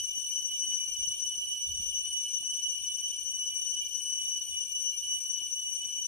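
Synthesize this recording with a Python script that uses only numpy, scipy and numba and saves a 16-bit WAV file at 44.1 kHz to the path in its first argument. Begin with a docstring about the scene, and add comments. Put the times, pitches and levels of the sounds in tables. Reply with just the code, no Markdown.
"""A forest at midday, cicadas all round, heard through the two microphone ports of a hand-held camera.
Each cicada buckles its tymbals some 296 times a second, at its own rate, so their ringing lines beat;
uneven clicks add a rasp, and trunks scatter the song on its way. Right at the microphone, light wind
buffets the ports and fingers rub and tick on the shell. Behind lie far rustle, hiss and a faint hum."""
import sys
import numpy as np
from scipy import signal
from scipy.fft import rfft, irfft, next_fast_len
from scipy.io import wavfile
from scipy.ndimage import uniform_filter1d
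from numba import njit

SR = 44100
rng = np.random.default_rng(int(sys.argv[2]) if len(sys.argv) > 2 else 0)


def wrap_up_sound(samples):
    """Save the sound to the file named by the first command line argument, as 16-bit audio."""
    columns = np.atleast_2d(samples).T
    # keep every value between -1 and 1, then stretch to whole-number steps
    tamed = np.clip(columns, -1, 1)
    steps = np.round(tamed * 32767).astype(np.int16)
    wavfile.write(sys.argv[1], SR, steps)


N = 267819

# One row a cicada; a few tire and run slow: buckling rate/Hz, level/dB
CICADAS = [(297.9, -10), (297.5, -4), (297.1, 0), (296.8, 0), (296.5, -1), (296.2, -1.5), (295.8, -3),
           (295.4, -6), (294.9, -9), (294.3, -12), (293.1, -17), (292.3, -16), (291.5, -18), (289.5, -29)]
# Ten rib clicks a cycle make multiples 10, 20, .. 50 of the rate ring loud: level/dB
LOUD_LINES = [-2.5, -0.5, -10, -24, -32.5]
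# The nine weak lines after each loud one; two tymbals favour the even ones: level/dB
WEAK_LINES = [-28, -24.5, -38, -30, -40.5, -34, -49, -26, -32]
# Tilt of the weak lines: f/Hz, gain/dB
WEAK_TILT = [(2400, -1.5), (3600, -2.14), (5900, -0.35), (8300, 0.8), (9500, -5), (11300, -9.5),
             (13000, -15), (14800, -21)]
# Course of the song: t/s, level/dB, left minus right/dB (taken about its mean)
SONG_COURSE = [(0.0, -33.5, 5), (1.3, -34, 3), (2.4, -34, 2), (3.3, -34.5, 4.5), (4.1, -34.5, 5),
               (6.07, -35, 3.5)]
# Bands of hiss from uneven clicks: f/Hz, width/Hz, level/dB
RASP_BANDS = [(2934, 504, -61.5), (5910, 990, -59), (7250, 2000, -70), (8830, 1000, -60.5),
              (10500, 1100, -76.5), (11560, 1400, -70.5), (13400, 3000, -72.5), (4130, 550, -78.5)]
# Balance of the chorus at the two ports: f/Hz, left minus right/dB
PORT_BALANCE = [(2400, 1.6), (3000, -2.5), (4200, -0.9), (5900, 7), (8900, 2), (11900, 6.5), (14800, 3)]
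# Wind on the microphone: peak t/s, level/dB, fade/(dB/s)
WIND_BUFFETS = [(0.005, -60, 250), (0.184, -67, 170), (0.915, -61.5, 250), (1.016, -52, 450),
                (1.1, -56, 298), (1.26, -67, 120), (1.378, -66, 100), (1.685, -48.5, 100),
                (1.805, -55, 222), (1.88, -62.5, 202), (1.95, -63.5, 150), (2.09, -64, 200),
                (2.814, -65, 150), (2.9, -69, 200), (3.25, -64.5, 200), (4.06, -65.5, 98),
                (4.5, -58.5, 173)]
# Fingers on the camera: t/s, peak level/dB, rise of the push/ms, left minus right/dB
FINGER_TICKS = [(0.039, -58.5, 0.95, 1), (0.173, -50.5, 1.05, 0), (.306, -56.5, 2.4, .5),
                (0.683, -51.5, 0.96, 0), (0.881, -54, 1.3, 2), (.892, -53, 0.32, 11), (.99, -52, 1.6, 0),
                (1.071, -47.5, 3.5, 1), (1.276, -55, 0.66, -1), (1.374, -54, 2.1, 0), (1.53, -56, 1.4, 0),
                (1.798, -44, 2.7, -3), (1.994, -57, 0.76, 3), (2.406, -53.5, 1.6, -1),
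                (2.426, -48.5, 0.29, -3), (2.809, -56.5, 2.6, -14), (3.019, -66, 1.6, 1),
                (3.959, -62, 2.2, 1), (4.125, -57, 0.59, -1), (4.277, -60, 1.7, 0),
                (4.472, -59.5, 0.15, -13), (4.631, -61, 1, -6), (4.668, -59, 0.98, 0),
                (5.419, -50, 0.51, -1), (5.861, -54, 2.3, -1)]
# Modes of the camera's shell: f/Hz, level/dB, T60/s
SHELL_MODES = [(172, -11, 0.13), (319, 2, 0.041), (560, -3, 0.022), (777, 9, 0.02), (1160, 1, 0.013),
               (1490, -4, .01)]
# Skin sliding on the shell: peak t/s, level/dB, fade/(dB/s)
SKIN_RUBS = [(0.03, -74, 100), (1.11, -69.5, 22), (1.28, -74, 400), (1.38, -77, 200), (1.54, -79, 300),
             (5.87, -74, 200)]
# Spectrum of far rustle and camera hiss: f/Hz, relative level/dB
AIR_SPECTRUM = [(22, -10), (32, -10), (45, -1.5), (75, 6), (130, 2.5), (300, -4.5), (700, -8.5),
                (1480, -10), (2200, -8.5), (3000, -6), (5000, -62)]
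# Likeness of that background at the two ports: f/Hz, correlation
AIR_LIKENESS = [(40, 0.51), (120, 0.15), (400, 0.57), (900, -0.031), (1500, -0.16), (2500, 0.047)]

FIRST_MULTIPLE, LAST_MULTIPLE, RIBS = 8, 50, 10
WANDER_HZ, QUIVER_HZ = .3, .45  # slow and fast spread of the buckling rate
SCATTER_T60_S, SCATTER_DB = 1, 3.5  # level against the direct sound
HOLD = 16  # samples between updates of the song's pitch and loudness
AIR_DB, HUM_HZ, HUM_DB = -71, 51.5, -71.5


def tymbal_cycle(rate_hz):
    """One cycle of buckling ribs: loud lines with weak ones between, in random phase."""
    k = np.arange(FIRST_MULTIPLE, LAST_MULTIPLE + 1)
    weak_db = np.take(WEAK_LINES, k % RIBS - 1) + over_hz(WEAK_TILT, k * rate_hz)
    line_db = np.where(k % RIBS, weak_db, np.take(LOUD_LINES, k // RIBS - 1))
    lines = np.zeros(2 ** 11 + 1, complex)
    lines[k] = undb(line_db) * np.exp(2j * np.pi * rng.random(len(k)))
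    return irfft(lines)


def cicada(rate_hz):
    """The tymbal cycle repeats at a rate that wanders and quivers, with a second of lead-in."""
    steps = (N + SR) // HOLD + 1
    drift_hz = WANDER_HZ * walk(1.2, steps, HOLD) + QUIVER_HZ * walk(14, steps, HOLD)
    # the strokes vary in strength, more in some moments than in others
    flutter_db = 0.673 * walk(150, steps, HOLD) * undb(6 * walk(3.15, steps, HOLD))
    return repeat(tymbal_cycle(rate_hz), (rate_hz + drift_hz) / SR, undb(flutter_db), HOLD)


def trunks():
    """Response from one cicada to each port: the direct sound and a decaying scatter off the trees."""
    fade = np.exp(-np.log(1000) * np.arange(SR) / SR / SCATTER_T60_S)
    paths = rng.standard_normal((2, SR)) * fade * undb(SCATTER_DB) / np.sqrt(np.sum(fade ** 2))
    paths[:, rng.integers(40, size=2)] += np.eye(2)  # direct sound, within a millisecond
    return paths


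def rasp():
    """Uneven clicks leave hiss round the ringing lines; each band swells on its own."""
    out = np.zeros((2, N))
    for centre, width, db in RASP_BANDS:
        band = shape(rng.standard_normal((2, N)), lambda hz: resonance(hz, centre, width) ** 3)
        out += band * np.sqrt(SR / width) * undb(db + 1.8 * walk(12))
    return out


def chorus():
    """Cicadas all round, each reaching the microphone by its own paths through the trunks."""
    size = next_fast_len(N + SR, real=True)
    spectrum = sum(undb(db) * rfft(cicada(hz), size) * rfft(trunks(), size) for hz, db in CICADAS)
    song = irfft(spectrum, size)[:, SR:N + SR]
    level_db, pan_db = curve(SONG_COURSE)
    song = level(song, 0) * undb(level_db) * sides(pan_db - pan_db.mean())
    return shape(song + rasp(), lambda hz: sides(over_hz(PORT_BALANCE, hz)))


def wind():
    """Light wind thuds right on the ports, each buffet a full swing of pressure."""
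    noise = rng.standard_normal((2, N))
    mid, side = shape(noise, lambda hz: resonance(hz, centre_hz=62, width_hz=52) ** 3)
    mid = mid / np.sqrt(uniform_filter1d(mid ** 2, SR // 40)) * mid.std()  # even out over 25 ms
    pressure = np.array([mid + 0.1 * side, mid - 0.55 * side])
    return level(pressure, 0) * swells(WIND_BUFFETS, rise_db_s=595)


def finger_ticks():
    """Fingers tick on the shell that holds the microphone: a longer contact rings duller."""
    out = np.zeros((2, N))
    t = np.arange(2 ** 12) / SR
    for s, db, rise_ms, pan_db in FINGER_TICKS:
        shell = np.zeros((2, len(t)))
        for hz, mode_db, t60 in SHELL_MODES:
            # each touch lands elsewhere: modes shift, and weigh differently at the two ports
            chance = rng.standard_normal((2, 1))
            mode = np.sin(2 * np.pi * hz * (1 + 0.1 * chance[0]) * t)
            shell += undb(mode_db + 1.2 * chance) * np.exp(-np.log(1000) * t / t60) * mode
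        push = np.hanning(int(2 * rise_ms * SR / 1000) + 3)
        tick = signal.lfilter(push, 1, shell)
        tick *= undb(db) / np.abs(tick).max() * sides(pan_db)[:, None]
        start = int(s * SR)
        out[:, start:start + len(t)] += tick[:, :N - start]
    return out


def skin_rubs():
    """Skin slides over the shell in grains, close to the ports."""
    grains = rng.standard_normal((2, N)) * undb(4 * walk(90))
    friction = shape(grains, lambda hz: resonance(hz, centre_hz=300, width_hz=710) ** 2)
    return level(friction, 0) * swells(SKIN_RUBS, rise_db_s=250)


def air():
    """Far rustle and the camera's own hiss over a low hum; the bass is partly alike left and right."""
    mid, side = shape(rng.standard_normal((2, N)), lambda hz: undb(over_hz(AIR_SPECTRUM, hz)))
    mid = shape(mid, lambda hz: np.sqrt(1 + over_hz(AIR_LIKENESS, hz)))
    side = shape(side, lambda hz: np.sqrt(1 - over_hz(AIR_LIKENESS, hz)))
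    hum = np.sin(2 * np.pi * HUM_HZ * np.arange(N) / SR) * undb(0.73 * walk(2.94))
    flicker = undb(1.1 * walk(10))
    return level(np.array([mid + side, mid - side]) * flicker, AIR_DB) + level(hum, HUM_DB)


def undb(db):
    """Decibels to gain."""
    return np.exp(np.asarray(db) * np.log(10) / 20)


def level(x, db):
    """Set the rms level."""
    return x * undb(db) / np.sqrt(np.mean(x ** 2))


def sides(pan_db):
    """Left and right gain."""
    return undb(np.array([pan_db, -pan_db]) / 2)


def curve(table):
    """Value columns of a (t/s, value, ..) table, one value a sample."""
    s, *columns = np.transpose(table)
    return [np.interp(np.arange(N) / SR, s, c) for c in columns]


def over_hz(table, hz):
    """An (f/Hz, value) table read on a log-frequency axis."""
    at, value = np.transpose(table)
    return np.interp(np.log(hz + 1), np.log(at), value)


def shape(x, gain):
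    """Filter by a gain that is a function of frequency."""
    size = next_fast_len(N, real=True)
    return irfft(rfft(x, size) * gain(np.arange(size // 2 + 1) * SR / size), size)[..., :N]


def resonance(hz, centre_hz, width_hz):
    """Gain of one resonance, 1 at its centre."""
    return 1 / np.sqrt(1 + ((hz - centre_hz ** 2 / (hz + 1)) / width_hz) ** 2)


def walk(rate, size=N, hold=1):
    """Smooth random motion, rate changes a second, one value every hold samples; spread near 1."""
    k = int(SR / hold / rate)
    stairs = np.repeat(rng.standard_normal(size // k + 1), k)
    return 1.3 * uniform_filter1d(uniform_filter1d(stairs, k), k)[:size]


def swells(table, rise_db_s):
    """Gain of events that each climb to a peak and fade at a steady rate in dB."""
    t = np.arange(N) / SR
    return sum(undb(db - np.maximum(rise_db_s * (s - t), fade * (t - s))) for s, db, fade in table)


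@njit
def repeat(cycle, turns, gain, hold):
    """Play one cycle over and over, advancing by the share of it given in turns each sample."""
    out, place = np.empty(len(turns) * hold), 0.
    for i in range(len(out)):
        place += turns[i // hold] * len(cycle)
        if place >= len(cycle):
            place -= len(cycle)
        k = int(place)
        slope = cycle[(k + 1) % len(cycle)] - cycle[k]
        out[i] = gain[i // hold] * (cycle[k] + (place - k) * slope)
    return out


def scene():
    """The chorus all round, wind and hand at the microphone, faint air behind."""
    return chorus() + wind() + finger_ticks() + skin_rubs() + air()


def record(dry):
    """The camera trims the bass below 36 Hz and cuts the top above 15.5 kHz."""
    trimmed = signal.sosfilt(signal.butter(N=3, Wn=36, btype="high", fs=SR, output="sos"), dry)
    return signal.sosfilt(signal.ellip(8, .2, 70, 15500, fs=SR, output="sos"), trimmed)


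dry = scene()
out = record(dry)
wrap_up_sound(out)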